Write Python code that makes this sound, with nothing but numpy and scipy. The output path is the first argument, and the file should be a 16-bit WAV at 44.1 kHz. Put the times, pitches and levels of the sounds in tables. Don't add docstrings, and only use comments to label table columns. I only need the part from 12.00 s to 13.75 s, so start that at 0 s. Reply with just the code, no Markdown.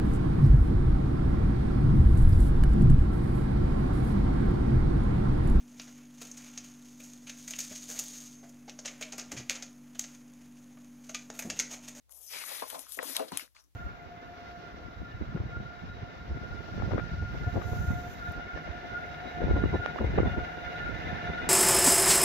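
import sys
import numpy as np
from scipy import signal
from scipy.fft import rfft, irfft
from scipy.io import wavfile
from scipy.ndimage import uniform_filter1d

SR = 44100
rng = np.random.default_rng(int(sys.argv[2]) if len(sys.argv) > 2 else 0)


def master_out(mix):
    frames = np.transpose(np.atleast_2d(mix))
    ceiling = np.clip(frames, -1, 1)
    pcm = np.round(ceiling * 32767).astype(np.int16)
    wavfile.write(sys.argv[1], SR, pcm)


def decibels_to_gain(level_db):
    exponent = np.asarray(level_db, float) / 20
    return 10 ** exponent


N = 77175

# frequency in Hz, level in dB.
HISS_COLOUR = [(25, -43), (60, -13), (110, -22), (220, -28), (1300, -38.5), (4000, -36.5), (16000, -40)]
# start in seconds, rise in seconds, hold in seconds, effort in dB, pitch in Hz.
FLEX_STROKES = [(0.074, 0.021, .14, -71, 695), (0.325, 0.04, 0.27, -72, 517),
                (0.429, 0.023, 0.032, -69.5, 320), (0.71, 0.016, 0.055, -60, 288),
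                (0.527, 0.084, 0.053, -59, 656), (0.63, 0.011, 0.026, -61, 670),
                (0.708, 0.021, 0.043, -48.5, 700), (0.845, 0.018, 0.032, -66.5, 1130),
                (0.98, 0.0027, 0.044, -47, 724), (1.047, 0.0097, 0.057, -54.5, 420),
                (1.148, 0.012, 0.056, -45, 740), (1.179, 0.01, 0.078, -52, 485),
                (1.215, .01, 0.017, -59.5, 1590), (1.313, 0.0041, 0.03, -50, 853),
                (1.421, 0.0099, 0.0063, -70.5, 500), (1.539, 0.017, 0.02, -65.5, 1130),
                (1.641, 0.0062, 0.025, -81, 300)]
# frequency in Hz, level in dB.
SHEET_MODES = [(110, -11), (190, 3.5), (280, 14), (440, -2), (526, 4.5), (640, 1.5), (736, -1.5),
               (882, -0.5), (1040, 1), (1200, -7.5), (1390, -8.5), (1560, -16), (1920, -10), (2400, -31.5)]
# start in seconds, rise in seconds, hold in seconds,
# pressure in dB, release T60 in seconds.
THUMB_STROKES = [(.09, 0.022, 0.078, -55.5, 0.38), (.19, 0.025, 0.11, -52, 0.14),
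                 (.29, 0.027, 0.26, -49, 0.24), (.44, 0.014, 0.13, -47.5, 0.61),
                 (.67, 0.0062, 0.02, -48, 0.68), (.77, 0.026, 0.0061, -46.5, 0.22),
                 (.865, 0.029, 0.012, -50.5, 0.082), (.895, 0.028, 0.029, -44.5, 0.033),
                 (.958, 0.0073, 0.0055, -46.5, 0.12), (1.027, 0.0039, 0.063, -44, 0.19),
                 (1.07, 0.016, 0.02, -45, 0.68), (1.14, 0.0092, 0.016, -59, 0.19),
                 (1.2, 0.0062, 0.032, -70.5, 0.086), (1.32, 0.0037, 0.056, -61.5, 0.14),
                 (1.375, 0.0044, 0.044, -53, 0.16), (1.585, 0.014, 0.041, -78.5, 0.17)]
# frequency in Hz, level in dB.
THUMB_COLOUR = [(1500, -23.5), (4200, -17), (6000, -6), (8500, -4.5), (11300, 4), (15100, -9), (15700, -41)]
# start in seconds, body in dB, pitch in Hz, fizz in dB.
NAIL_TICKS = [
    (0.094, -51.5, 1180, -46),
    (.111, -70, 9000, -64),
    (0.1222, -43, 10000, -38),
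    (.224, -69, 8850, -59),
    (.885, -53.5, 9000, -37),
    (.921, -52, 9000, -26),
    (1.076, -48, 9070, -33),
    (1.133, -44, 4500, -24.5),
]
# start in seconds, rise in seconds, hold in seconds,
# pressure in dB, release T60 in seconds.
EDGE_STROKES = [
    (.245, 0.027, 0.056, -50.5, .15),
    (.8, 0.015, 0.026, -56.5, 0.24),
    (.91, 0.015, 0.036, -60, 0.15),
    (1.555, .005, 0.0096, -79, .08),
    (1.588, 0.0032, 0.02, -64, 0.092),
    (1.635, .005, 0.0085, -73, .12),
]
# start in seconds, rise in seconds, hold in seconds,
# pressure in dB, release T60 in seconds.
SLIDE_STROKES = [(.275, 0.059, 0.036, -46, 1), (.46, 0.031, 0.029, -47.5, 1),
                 (.69, .012, 0.0034, -48.5, 0.15), (.74, 0.0045, 0.0089, -54, 0.13),
                 (.865, 0.041, 0.033, -61.5, 0.71), (.99, 0.023, 0.032, -52.5, 0.25),
                 (1.03, 0.037, 0.075, -50.5, 0.06), (1.145, 0.0078, 0.013, -44.5, 0.18),
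                 (1.19, 0.0034, 0.0051, -50.5, 0.29), (1.27, 0.015, 0.0074, -55, 0.11),
                 (1.32, 0.0024, 0.051, -52.5, 0.18), (1.378, 0.016, 0.019, -51.5, 0.16),
                 (1.545, 0.0037, 0.053, -68.5, 0.1)]
# frequency in Hz, level in dB.
SLIDE_COLOUR = [(150, -26.5), (600, -8), (1300, -6.5), (2300, -8), (4000, -3), (6500, -12), (11500, -15),
                (15500, -40)]
# time in seconds, frequency in Hz, resonance in dB.
AIR_GAP = [
    (.33, 2340, 2),
    (.6, 2080, 2),
    (0.678, 2380, -21),
]
# start in seconds, body in dB, pitch in Hz, fizz in dB.
CREASE_SNAPS = [(.438, -32.5, 1190, -30.5), (0.555, -39, 2950, -33), (0.701, -35, 3120, -24.5),
                (0.7923, -57, 6300, -27), (0.8667, -44, 1300, -44), (1.0272, -32.5, 1470, -31),
                (1.1496, -41.5, 4500, -34.5), (1.158, -26.5, 6640, -30.5), (1.162, -33.5, 2170, -35.5),
                (1.1658, -18, 3880, -13.5), (1.169, -34, 5000, -37), (1.194, -36, 2020, -27),
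                (1.3197, -35.5, 1560, -28), (1.3728, -29, 3130, -11), (1.3954, -29, 2120, -30.5),
                (1.477, -51.5, 1630, -64), (1.552, -52, 3650, -72.5), (1.565, -42, 2080, -69.5),
                (1.64, -54, 6150, -69)]
# frequency in Hz, level in dB.
FIZZ_COLOUR = [(400, -26), (1500, -17.5), (3000, -2), (8000, 1.5), (11000, 9.5), (16500, -16)]
# start in seconds, peak in dB, pitch in Hz, shudder in seconds, ring T60 in seconds.
BUCKLES = [(0.511, -40.5, 637, 0.016, 0.016), (0.621, -31, 960, 0.009, 0.072),
           (0.745, -38.5, 950, 0.0046, 0.088), (0.619, -38.5, 472, 0.0098, 0.021),
           (0.9727, -41.5, 357, 0.0036, 0.0067), (0.989, -23.5, 2080, 0.0018, 0.024),
           (0.991, -34.5, 1140, .005, 0.013), (.989, -36, 470, 0.0058, 0.045),
           (1.027, -33.5, 600, 0.0039, 0.023), (1.194, -34, 1120, 0.024, 0.01),
           (1.196, -29.5, 530, 0.01, 0.13), (1.225, -35, 504, 0.0025, 0.031),
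           (1.319, -39, 217, 0.0055, .03), (1.3193, -36.5, 710, 0.0024, 0.0099),
           (1.331, -49, 114.8, 0.0067, 0.03), (1.351, -51, 259, 0.0024, 0.09),
           (1.432, -54.5, 570, 0.013, 0.03), (1.42, -56, 280, 0.006, 0.032)]
# frequency in Hz, left over right in dB.
SHEET_SHADOW = [(100, 4), (300, 4), (700, 5.5), (2400, 7), (5500, 1), (12000, 20)]
SNAP_SHADOW = [(2000, 6), (6000, 3), (12000, 15)]
THUMB_SHADOW = [(600, 10), (3500, 6.5), (5500, 9.5), (8000, 18.5), (10200, 69), (13000, 29)]
EDGE_SHADOW = [(4000, 1.5), (8000, 11)]
# frequency in Hz, lead of the left port in radians.
PORT_LEAD = [(0, -1.5), (780, -2.5), (1890, -0.4), (6800, 6.5), (9560, 15.5), (16200, 29.5)]
# frequency in Hz, likeness from 0 to 1.
PORT_LIKENESS = [(150, 0.7), (700, .8), (2000, 0.55), (15000, .6)]


def evened(x):
    return x / np.sqrt(np.mean(x ** 2) + 1e-20)


def peaked(x):
    return x / abs(x[0]).max()


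def read(points, hz):
    f, value = np.transpose(points)
    return np.interp(np.log(hz + 1), np.log(f + 1), value)


def level(strokes):
    t = np.arange(N) / SR
    power = 0
    for start, rise, hold, db, t60 in strokes:
        decay_db = 60 * np.maximum(t - start - rise - hold, 0) / t60
        swell = np.clip((t - start) / rise, 0, 1) ** 2
        power = power + (decibels_to_gain(db - decay_db) * swell) ** 2
    return np.sqrt(power)


def colour(x, points):
    log_gain = np.log(decibels_to_gain(read(points, abs(np.fft.fftfreq(4096, 1 / SR)))))
    taps = np.fft.ifft(np.exp(np.conj(signal.hilbert(log_gain)))).real[:2048]
    return signal.oaconvolve(x, taps[None], axes=1)[:, :x.shape[1]]


def ring(x, hz, width_hz):
    turn = np.exp(2j * np.pi * np.cumsum(hz * np.ones(x.shape[1])) / SR)
    r = np.exp(-np.pi * width_hz / SR)
    return 2 * (turn * signal.lfilter([1 - r], [1, -r], x / turn)).real


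def ring_twice(x, hz, width_hz):
    return ring(ring(x, hz, width_hz), hz, width_hz)


def add(mix, start, sound):
    part = mix[:, round(start * SR):][:, :sound.shape[1]]
    part += sound[:, :part.shape[1]]


def scrape(per_s, spread_db, clump_db, clump_s):
    clump = evened(uniform_filter1d(rng.standard_normal(N), max(int(clump_s * SR), 1)))
    size = decibels_to_gain(spread_db * np.minimum(rng.exponential(1, N), 5) + clump_db * clump)
    slips = rng.random(N) < per_s / SR
    return evened(size * rng.standard_normal((2, N)) * slips)


def patchy(x):
    z = signal.stft(x, nperseg=256)[2]
    field = uniform_filter1d(rng.standard_normal(z.shape[1:]), size=5, axis=0)
    field = evened(uniform_filter1d(field, size=14, axis=1))
    return evened(signal.istft(z * decibels_to_gain(2.2 * field), nperseg=256)[1][:, :N])


def sheet(drive, hz, spread, t60):
    drive = ring_twice(drive, hz, hz * 1.1)
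    modes = 0
    for f, db in SHEET_MODES:
        nearness = np.exp(-0.5 * (np.log(f / hz) / spread) ** 2)
        damping = 0.6 + f / 700
        mode = ring(drive, f, 2.2 * damping / max(t60, 0.005))
        modes = modes + decibels_to_gain(db) * nearness * mode / np.sqrt(damping)
    return evened(signal.lfilter(*signal.butter(2, min(hz * 0.23, 200), "high", fs=SR), modes))


def background():
    hum_hz = 59.5
    hiss = evened(colour(rng.standard_normal((2, N)), HISS_COLOUR))
    waver = evened(ring(rng.standard_normal((1, N)), hum_hz, 6.5))
    hum = 0.85 * waver + np.sin(2 * np.pi * hum_hz * np.arange(N) / SR)
    return decibels_to_gain(-78) * hiss * decibels_to_gain([[2], [1.5]]) + decibels_to_gain(-72) * hum * np.array([[1.3], [-0.8]])


def flex():
    out = np.zeros((2, N))
    creak = scrape(5000, 1.0, 1.9, 0.0087)
    for start, rise, hold, db, hz in FLEX_STROKES:
        at = round(start * SR)
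        span = slice(at, at + SR // 3)
        shape = level([(start, rise, hold, db, 0.22)])[span]
        add(out, start, decibels_to_gain(4) * shape * sheet(creak[:, span], hz, spread=0.45, t60=0.037))
    return out


def thumb():
    rub = patchy(colour(scrape(16000, 1.3, 0.9, 0.002), THUMB_COLOUR))
    return decibels_to_gain(5) * level(THUMB_STROKES) * rub


def snaps(events):
    rise_s, crack_s, rattle_t60_s, q = 0.00033, 0.0008, 0.018, 1.97
    out, t = np.zeros((2, N)), np.arange(3000) / SR
    shape = np.exp(-t / crack_s) + 0.28 * decibels_to_gain(-60 * t / rattle_t60_s)
    for start, db, hz, fizz_db in events:
        burst = rng.standard_normal((2, 3000)) * np.minimum(t / rise_s, 1) * shape
        body = ring_twice(burst, hz, hz / q)
        fizz = colour(burst, FIZZ_COLOUR)
        add(out, start, decibels_to_gain(db) * peaked(body) + decibels_to_gain(fizz_db) * peaked(fizz))
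    return out


def edge():
    whisper = ring_twice(scrape(6000, 1.4, 1.7, 0.004), 5700, 1300)
    return level(EDGE_STROKES) * evened(whisper)


def slide():
    rasp = patchy(colour(scrape(12000, 0.37, 1.26, 0.02), SLIDE_COLOUR))
    at, hz, db = np.transpose(AIR_GAP)
    t = np.arange(N) / SR
    gap = decibels_to_gain(np.interp(t, at, db)) * ring_twice(rasp, np.interp(t, at, hz), 900)
    return decibels_to_gain(6) * level(SLIDE_STROKES) * (rasp + gap)


def pops():
    out, t = np.zeros((2, N)), np.arange(6000) / SR
    for start, db, hz, shudder_s, t60 in BUCKLES:
        shape = np.exp(-t / max(shudder_s, 0.0005)) + 0.7 * np.exp(-t / 0.0008)
        drive = rng.standard_normal((2, 6000)) * shape * np.minimum(t * hz, 1)
        add(out, start, decibels_to_gain(db + 6) * peaked(sheet(drive, hz, spread=0.3, t60=t60)))
    return out


def ports(x, shadow):
    hz = np.fft.rfftfreq(N + 1024, 1 / SR)
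    near, far = rfft(x, N + 1024)
    same = np.clip(read(PORT_LIKENESS, hz), 0, 1)
    lag = np.exp(-1j * np.interp(hz, *np.transpose(PORT_LEAD)))
    right = (same * lag * near + np.sqrt(1 - same ** 2) * far) / decibels_to_gain(read(shadow, hz))
    return np.array([x[0], irfft(right, N + 1024)[:N]])


def room(x):
    t = np.arange(8000) / SR
    echoes = rng.choice([-1., 1.], (2, 8000)) * (rng.random((2, 8000)) < 0.05) * (t > 0.002)
    tail = echoes * decibels_to_gain(-60 * t / 0.1) * decibels_to_gain([[0], [-4]])
    tail /= np.linalg.norm(tail[0])
    return decibels_to_gain(-13) * signal.fftconvolve(x, tail, axes=1)[:, :N]


def scene():
    paper = ports(flex() + slide() + pops(), SHEET_SHADOW)
    paper = paper + ports(thumb() + snaps(NAIL_TICKS), THUMB_SHADOW)
    paper = paper + ports(edge(), EDGE_SHADOW) + ports(snaps(CREASE_SNAPS), SNAP_SHADOW)
    return paper + room(paper) + background()


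def roll_off(x):
    return signal.sosfilt(signal.butter(12, 16620, fs=SR, output="sos"), x)


def record(dry):
    dry = signal.oaconvolve(dry, signal.firwin(255, 16400, fs=SR)[None], "same", axes=1)
    hz, _, z = signal.stft(dry, SR, nperseg=1024)
    power = uniform_filter1d(abs(z) ** 2, size=16, axis=1)
    left, right = uniform_filter1d(power, size=3, axis=2)
    over_left = right * decibels_to_gain(2 * 24) > left
    over_own = right * decibels_to_gain(2 * 14) > right.mean(0)
    kept = (over_left & over_own) | (hz[:, None] < 11900)
    z = z * np.array([np.ones_like(kept), kept])
    mix = signal.istft(z, SR, nperseg=1024)[1][:, :N]
    return roll_off(mix)


dry = scene()
out = record(dry)
master_out(out)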